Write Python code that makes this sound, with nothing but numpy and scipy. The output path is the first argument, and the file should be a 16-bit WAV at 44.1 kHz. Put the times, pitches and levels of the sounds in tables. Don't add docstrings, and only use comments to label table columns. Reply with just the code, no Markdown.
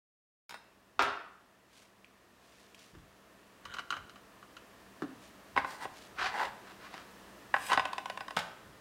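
import sys
import numpy as np
from scipy import signal
from scipy.fft import rfft, irfft, next_fast_len
from scipy.io import wavfile
from scipy.ndimage import map_coordinates

SR = 44100
rng = np.random.default_rng(int(sys.argv[2]) if len(sys.argv) > 2 else 0)


def master(y):
    cut = np.clip(np.atleast_2d(y).T, -1, 1)
    pcm = np.round(cut * 32767)
    wavfile.write(sys.argv[1], SR, pcm.astype(np.int16))


N = 388103

# f/Hz, T60/s
KITCHEN_T60 = [(100, 0.54), (400, 0.61), (1300, 0.63), (3500, 0.54), (8000, 0.41), (15000, 0.37)]
# t/s, level/dB
ROOM_LEVEL = [(1.55, -66.5), (3.35, -62), (5.1, -58.5), (7.35, -56), (8.75, -58.5)]
# f/Hz, relative level/dB
HUM_TONES = [(60, -17.5), (120, -16.5), (194, -11)]

# f/Hz, relative spectral level/dB
AIR_SPECTRUM = [(15, -40), (25, -18), (70, -8), (165, -9), (200, -2), (235, -5.5), (276, -2.5), (572, -6.5),
                (654, -3.5), (791, -9.5), (1060, -6), (1550, -9), (1780, -4), (2090, -9), (2800, -9.5),
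                (3300, -12.5), (15800, -24)]
PUSH_SPECTRUM = [(120, -59), (200, -27), (506, -15.5), (585, -17), (890, -3.5), (1230, -14.5), (1980, -9.5),
                 (2290, -19), (4750, -14), (6020, -19.5), (15500, -33)]
CLAY_SPECTRUM = [(35, -55), (60, -16), (206, -35), (368, 4), (475, -19), (546, -7.5), (1020, 0),
                 (1500, 4.5), (2000, -4.5), (4420, -19), (8870, -38.5), (15500, -64)]
CLOTH_SPECTRUM = [(300, -32), (1000, -8), (2800, -2.5), (6000, -7), (10000, -14), (15000, -26)]
WORKTOP_SPECTRUM = [(53, -45), (90, -19), (161, 8), (328, -33), (357, -11), (846, 9.5), (1070, -15),
                    (1580, 2.5), (3290, -10.5), (15500, -42)]
NAIL_SPECTRUM = [(88, -59), (150, -6), (681, -15), (1450, 2), (1660, -12), (2600, -16), (2980, -9.5),
                 (3410, -29), (4140, -29), (4650, -25.5), (15500, -50)]
HANDLE_SPECTRUM = [(88, -54), (150, -19), (583, -4), (1040, 4.5), (1240, 0), (2760, -11), (4220, -24.5),
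                   (10500, -38), (15500, -60)]
DRAG_SPECTRUM = [(120, -51), (200, -26), (378, -12), (575, -16), (769, 1), (842, -11), (1050, 1),
                 (1560, 0.5), (1840, -3), (4500, -17.5), (15500, -53)]
EDGE_SPECTRUM = [(200, -17), (1000, -8), (2500, 9), (4500, -11), (9000, -11), (15500, -22)]

# f/Hz, relative level/dB, T60/s
RIM_MODES = [(856, -12, .1), (1453, -1, .1), (2724, -4, .16), (3700, -3, .2), (4032, -6, .18),
             (5163, -8, .2), (6800, -8, .12), (8600, -9, .17), (10420, -13, .13)]
BLADE_MODES = [(2480, 0, .15), (3350, -1, .15), (3800, -1, .15), (4958, -4, .2), (5593, -3, .2),
               (6010, -6, .15), (7327, -1, .22), (7850, -6, .15), (8274, -5, .15), (8690, -2, .15),
               (8834, -3, .15), (9340, -7, .15), (10174, -9, .15), (11100, -6, .15), (12000, -8, .18),
               (13221, -11, .15), (15100, -12, .15)]
# f/Hz, bandwidth/Hz before the damping factor, relative level/dB
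BOWL_ON_BOARD = [(257, 23, -20), (356, 41, -10.5), (464, 41, -17), (740, 26, -11), (1140, 99, 2),
                 (1450, 100, 2.5), (1770, 100, -5), (2050, 210, -5)]
TICK_RESONANCES = [(2450, 310, 5), (3260, 160, -3)]
BOARD_RESONANCES = [(159, 50, -14.5), (257, 26, 1), (323, 93, 0.5), (1180, 390, -10), (1710, 240, -16.5)]
TAG_RESONANCES = [(1142, 66, 1.5), (1420, 140, 2), (1930, 80, -10), (2970, 130, -6), (3970, 450, -12.5),
                  (6400, 710, -22)]
KNIFE_ON_BOARD = [(282, 21, -14.5), (500, 44, -14.5), (627, 17, -8.5), (773, 37, 0), (1042, 72, 2.5),
                  (1503, 34, -2), (1683, 110, -7.5), (1933, 53, -4.5), (2140, 77, -14), (2710, 290, -15.5),
                  (3525, 120, -23), (3770, 370, -22.5), (4980, 110, -25.5)]
COUNTER_RESONANCES = [(166, 200, -12), (256, 62, -17), (800, 56, -1), (1295, 110, 4), (1500, 24, -1),
                      (1910, 53, 0), (2150, 120, -7), (2954, 27, -9), (2940, 32, -21)]

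# t/s, level/dB before the band gains, low thud/dB and bright snap/dB relative to that level
RIM_CLINKS = [(0.494, -50, -21, 3), (0.508, -48, -23, -1), (0.522, -50.5, -9, -14), (0.542, -44, -13.5, -7),
              (1.022, -42, -10, 4)]
FAINT_TICKS = [(2.045, -54, -24, -15), (2.746, -64, -15, 5.5)]
HAND_BUMPS = [(2.95, -61.5, 5.8, -13), (2.985, -67, 3.6, -11), (5.0205, -39.5, 5.1, -21.5)]
COUNTER_KNOCKS = [(8.3655, -35.5, -3, 0.5), (8.3695, -24.5, -11.5, -30), (8.378, -38.5, -8, -5),
                  (8.388, -32.5, -17, -6)]
# t/s, level/dB, snap/dB
NAIL_CATCHES = [(3.653, -46.5, -2), (3.739, -45.5, 0), (3.767, -47, -7), (3.785, -39.5, -7),
                (3.792, -39.5, -5), (3.9045, -34, -2), (3.924, -36, -16), (3.938, -46, -5),
                (3.967, -44, -7), (4.095, -54, -1), (4.158, -56.5, -4), (4.427, -53.5, -12),
                (4.567, -50.5, -1)]
# t/s, level/dB, thud/dB, snap/dB, f/Hz favoured by the point of contact
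KNIFE_KNOCKS = [(5.564, -24, -8, -21, 850), (5.575, -17.5, -13, -20.5, 2150),
                (5.5825, -28.5, -7.5, -15, 910), (5.646, -27, -15, -25, 965), (5.853, -33.5, 0, -22, 780),
                (6.386, -38, -10, -9, 840), (6.452, -37.5, -6, -4, 870), (6.94, -40, -1.5, -8, 1350),
                (7.5405, -16.5, -18, -24, 1700), (7.564, -26.5, -15, -17, 1710),
                (7.701, -31, -21, -28, 1060), (7.718, -24, -15, -13, 1060), (7.731, -20.5, -22, -10, 1040),
                (7.7745, -17, -9.5, -16.5, 870), (7.795, -21, -20, -13, 940)]
# relative level/dB, thud/dB, snap/dB, favoured f/Hz
NEAR_SIDE, FAR_SIDE = (-0.5, -13, -10.5, 2700), (-2, -22, -14, 1024)

# t/s, rumble level/dB
WORKTOP_LOADS = [(1.02, -56), (2.97, -56), (3.68, -61.5), (3.99, -58.5), (5.58, -57.5), (5.85, -62),
                 (6.15, -66), (6.25, -60), (6.48, -65), (7.56, -68), (7.78, -57), (8.65, -61)]
# peak t/s, rise/s, fall/s, level/dB
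HAND_WIPES = [(1.79, 0.11, 0.12, -61.5), (2.59, 0.28, 0.23, -65), (2.81, 0.052, 0.15, -60.5),
              (5.24, 0.052, 0.09, -61), (6.015, 0.15, 0.1, -58)]
NAIL_SCRATCHES = [(3.74, 0.1, 0.081, -48), (3.93, 0.018, 0.052, -46.5)]
# peak t/s, rise/s, fall/s, rub level/dB, hiss level/dB, kind of stroke
KNIFE_STROKES = [(5.566, 0.008, 0.077, -35.5, -63, "push"), (5.715, 0.074, 0.088, -49.5, -55, "push"),
                 (5.836, 0.049, 0.028, -42, -54.5, "push"), (6.195, 0.018, 0.049, -40, -56, "drag"),
                 (6.245, 0.074, 0.072, -33.5, -42, "drag"), (6.411, 0.12, 0.089, -32.5, -54, "push"),
                 (6.7, 0.093, 0.06, -56, -63, "drag"), (6.85, 0.07, 0.058, -53.5, -60.5, "drag"),
                 (6.955, 0.068, 0.11, -52.5, -59.5, "drag"), (7.7, 0.16, 0.017, -61, -46.5, "glide"),
                 (7.727, 0.039, 0.038, -27, -40, "skid")]


def amp(db):
    return 10 ** (np.asarray(db) / 20)


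def unit(x):
    return x / np.sqrt(np.mean(x ** 2) + 1e-20)


def along(points, hz):
    f, values = np.transpose(points)
    return np.interp(np.log(hz + 1), np.log(f + 1), values)


def coloured(x, spectrum):
    size = next_fast_len(len(x) + 8192)
    response = amp(along(spectrum, np.fft.rfftfreq(size, 1 / SR)))
    return unit(irfft(rfft(x, size) * response, size)[:len(x)])


def band(x, kind, hz):
    return signal.sosfilt(signal.butter(3, hz, kind, fs=SR, output="sos"), x)


def ring(modes, vary_db=2):
    t = np.arange(SR // 3) / SR
    return unit(sum((-1) ** k * amp(db + vary_db * rng.standard_normal() - 60 * t / t60)
                    * np.sin(2 * np.pi * hz * t) for k, (hz, db, t60) in enumerate(modes)))


def damped(resonances, damping):
    return [(hz, db + 20 * np.log10(width), np.log(1000) / (np.pi * width * damping))
            for hz, width, db in resonances]


def clustered(modes):
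    return [(hz * (1 + .012 * rng.standard_normal()), db, t60) for hz, db, t60 in modes for _ in range(3)]


def favoured(modes, centre_hz, boost_db=11):
    return [(hz, db + boost_db * np.exp(-(np.log2(hz / centre_hz) / 0.12) ** 2), t60)
            for hz, db, t60 in modes]


def impacts(rows, modes, spectrum, crack_db, crack_t60, thud_db, body_db, snap_db, rise_s=0.00051):
    track, t = np.zeros(N), np.arange(SR // 3) / SR
    for s, db, thud, snap, *spot in rows:
        crack = unit(coloured(rng.standard_normal(len(t)), spectrum) * amp(-60 * t / crack_t60))
        tone = ring(favoured(modes, *spot) if spot else modes, vary_db=1)
        blow = (tone + amp(crack_db) * crack) * (1 - np.exp(-t / rise_s))
        start = round(s * SR)
        for kind, hz, band_db in (("bandpass", [90, 500], thud + thud_db),
                                  ("bandpass", [550, 3000], body_db), ("highpass", 3420, snap + snap_db)):
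            part = band(blow, kind, hz)
            part *= amp(db + band_db) / np.std(part[:SR // 125])
            track[start:start + len(t)] += part[:N - start]
    return track


def friction(slips_per_s, grit_db=2):
    catches = map_coordinates(rng.standard_normal(N // 200 + 4), [np.arange(N) / 200], order=1)
    return rng.standard_normal(N) * (rng.random(N) < slips_per_s / SR) * amp(grit_db * catches)


def swell(s, rise_s, fall_s):
    t = np.arange(N) / SR - s
    return amp(-20 * np.minimum((t / np.where(t < 0, rise_s, fall_s)) ** 2, 10))


def kitchen(x, tail_db, walls_db):
    t = np.arange(SR * 3 // 4) / SR
    hz, _, noise = signal.stft(rng.standard_normal(len(t)), SR, nperseg=256)
    frame_s = np.arange(noise.shape[1]) * 128 / SR
    decay = amp(-60 * frame_s / along(KITCHEN_T60, hz)[:, None])
    tail = signal.istft(noise * decay, SR, nperseg=256)[1][:len(t)]
    tail *= 1 - np.exp(-(t / 0.0053) ** 2)
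    walls = rng.standard_normal(len(t)) ** 3 * amp(-60 * t / 0.13) * (t > .004)
    echo = amp(tail_db) * tail / np.linalg.norm(tail) + amp(walls_db) * walls / np.linalg.norm(walls)
    return x + signal.fftconvolve(x, echo)[:N]


def background():
    t = np.arange(N) / SR
    air = coloured(rng.standard_normal(N), AIR_SPECTRUM)
    hum = sum(amp(db) * np.sqrt(2) * np.sin(2 * np.pi * (hz * t + rng.random())) for hz, db in HUM_TONES)
    low, hiss = unit(band(air, "lowpass", 1465)), unit(band(air, "highpass", 2580))
    envelope = amp(np.interp(t, *np.transpose(ROOM_LEVEL)))
    return envelope * (low + amp(-1) * hum + amp(-6.5) * hiss)


def bowl(landing_s=0.9923, gap_s=0.0073, loss_db=0.7):
    clinks = impacts(RIM_CLINKS, clustered(RIM_MODES), PUSH_SPECTRUM,
                     crack_db=6, crack_t60=0.021, thud_db=0, body_db=0, snap_db=-4.5, rise_s=0.00028)
    touchdown = [(landing_s, -21, -10, -11.5)]  # t/s, level/dB, thud/dB, snap/dB
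    chatter = [(landing_s + (k + 1) * gap_s, -31.5 - loss_db * k, -7.5, -11.5) for k in range(5)]
    landing = impacts(touchdown + chatter, damped(BOWL_ON_BOARD, damping=3.4), CLAY_SPECTRUM,
                      crack_db=1.5, crack_t60=0.029, thud_db=-5.5, body_db=-1, snap_db=-0.5,
                      rise_s=0.00078)
    landing = band(landing, "lowpass", 8400)
    return kitchen(clinks, tail_db=-8.5, walls_db=-6) + kitchen(landing, tail_db=0, walls_db=-7)


def worktop_rumble():
    load = sum(amp(db) * swell(s, rise_s=0.057, fall_s=0.14) for s, db in WORKTOP_LOADS)
    return load * unit(band(rng.standard_normal(N), "bandpass", [40, 160]))


def wiping():
    envelope = sum(amp(db) * swell(*shape) for *shape, db in HAND_WIPES)
    return envelope * coloured(friction(slips_per_s=9000), CLOTH_SPECTRUM)


def ticks():
    return impacts(FAINT_TICKS, damped(TICK_RESONANCES, damping=1.4), CLOTH_SPECTRUM,
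                   crack_db=-12, crack_t60=0.04, thud_db=-5, body_db=-1.5, snap_db=4)


def board_bumps():
    bumps = impacts(HAND_BUMPS, damped(BOARD_RESONANCES, damping=1), WORKTOP_SPECTRUM,
                    crack_db=-21.5, crack_t60=0.021, thud_db=1, body_db=1.5, snap_db=13)
    return kitchen(bumps, tail_db=-8.5, walls_db=-2)


def tag_picking():
    catches = [(s, db, -17, snap) for s, db, snap in NAIL_CATCHES]
    picks = impacts(catches, damped(TAG_RESONANCES, damping=0.83), NAIL_SPECTRUM,
                    crack_db=0.5, crack_t60=0.064, thud_db=-4, body_db=3, snap_db=-0.5, rise_s=0.00092)
    slips = friction(slips_per_s=2500, grit_db=0.5)
    ringing = unit(signal.fftconvolve(slips, ring(damped(TAG_RESONANCES, damping=1.3)))[:N])
    scratch = unit(ringing + amp(0.5) * coloured(slips, NAIL_SPECTRUM))
    return picks + scratch * sum(amp(db) * swell(*shape) for *shape, db in NAIL_SCRATCHES)


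def knife():
    knocks = impacts(KNIFE_KNOCKS, damped(KNIFE_ON_BOARD, damping=0.92), HANDLE_SPECTRUM,
                     crack_db=-5, crack_t60=0.037, thud_db=-6.5, body_db=-4, snap_db=-1.5, rise_s=0.00035)
    slides = (sliding("push", PUSH_SPECTRUM, board_db=-21, steel_db=-4)
              + sliding("drag", DRAG_SPECTRUM, board_db=-26, steel_db=-28)
              + sliding("glide", EDGE_SPECTRUM, board_db=-6, steel_db=-2)
              + sliding("skid", HANDLE_SPECTRUM, board_db=-4, steel_db=-22))
    hits = knocks + rocking()
    steel = ring(clustered(BLADE_MODES))
    singing = signal.fftconvolve(band(hits, "highpass", 7400), steel / np.linalg.norm(steel))[:N]
    return kitchen(hits + amp(-14.5) * singing + slides, tail_db=-12, walls_db=-14)


def sliding(kind, spectrum, board_db, steel_db):
    slips = friction(slips_per_s=7000)
    board = unit(signal.fftconvolve(slips, ring(damped(KNIFE_ON_BOARD, damping=0.37)))[:N])
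    steel = unit(signal.fftconvolve(slips, ring(clustered(BLADE_MODES)))[:N])
    scrape = coloured(slips, spectrum) + amp(board_db) * board
    rub = unit(band(scrape, "lowpass", 2260))
    hiss = unit(unit(band(scrape, "highpass", 3850)) + amp(steel_db) * steel)
    return sum(swell(*shape) * (amp(rub_db) * rub + amp(hiss_db) * hiss)
               for *shape, rub_db, hiss_db, stroke in KNIFE_STROKES if stroke == kind)


def rocking(start_s=7.853, first_period_s=0.1275, shrink=0.922, loss_db=2):
    taps = []
    for tap in range(9):
        swing, far = divmod(tap, 2)
        swing_s = start_s + first_period_s * (1 - shrink ** swing) / (1 - shrink)
        lag_s = far * 0.0775 * 0.986 ** swing
        side_db, *timbre = FAR_SIDE if far else NEAR_SIDE
        taps.append((swing_s + lag_s, -30 - loss_db * swing + side_db, *timbre))
    return impacts(taps, damped(KNIFE_ON_BOARD, damping=1.32), HANDLE_SPECTRUM,
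                   crack_db=1, crack_t60=0.013, thud_db=-6.5, body_db=-1, snap_db=3, rise_s=0.0054)


def counter_knock():
    knock = impacts(COUNTER_KNOCKS, damped(COUNTER_RESONANCES, damping=1.5), WORKTOP_SPECTRUM,
                    crack_db=0, crack_t60=0.063, thud_db=-2.5, body_db=-2, snap_db=1)
    return kitchen(knock, tail_db=-8, walls_db=-13)


def scene():
    mix = background() + bowl() + worktop_rumble() + wiping()
    mix += kitchen(ticks() + tag_picking(), tail_db=-13, walls_db=-15)
    return (mix + board_bumps() + knife() + counter_knock())[None]


def record(dry, start_s=0.493, top_hz=15850):
    live = dry * (np.arange(N) / SR >= start_s)
    size = next_fast_len(N + 8192)
    passband = np.fft.rfftfreq(size, 1 / SR) < top_hz
    return irfft(rfft(live, size) * passband, size)[..., :N]


dry = scene()
out = record(dry)
master(out)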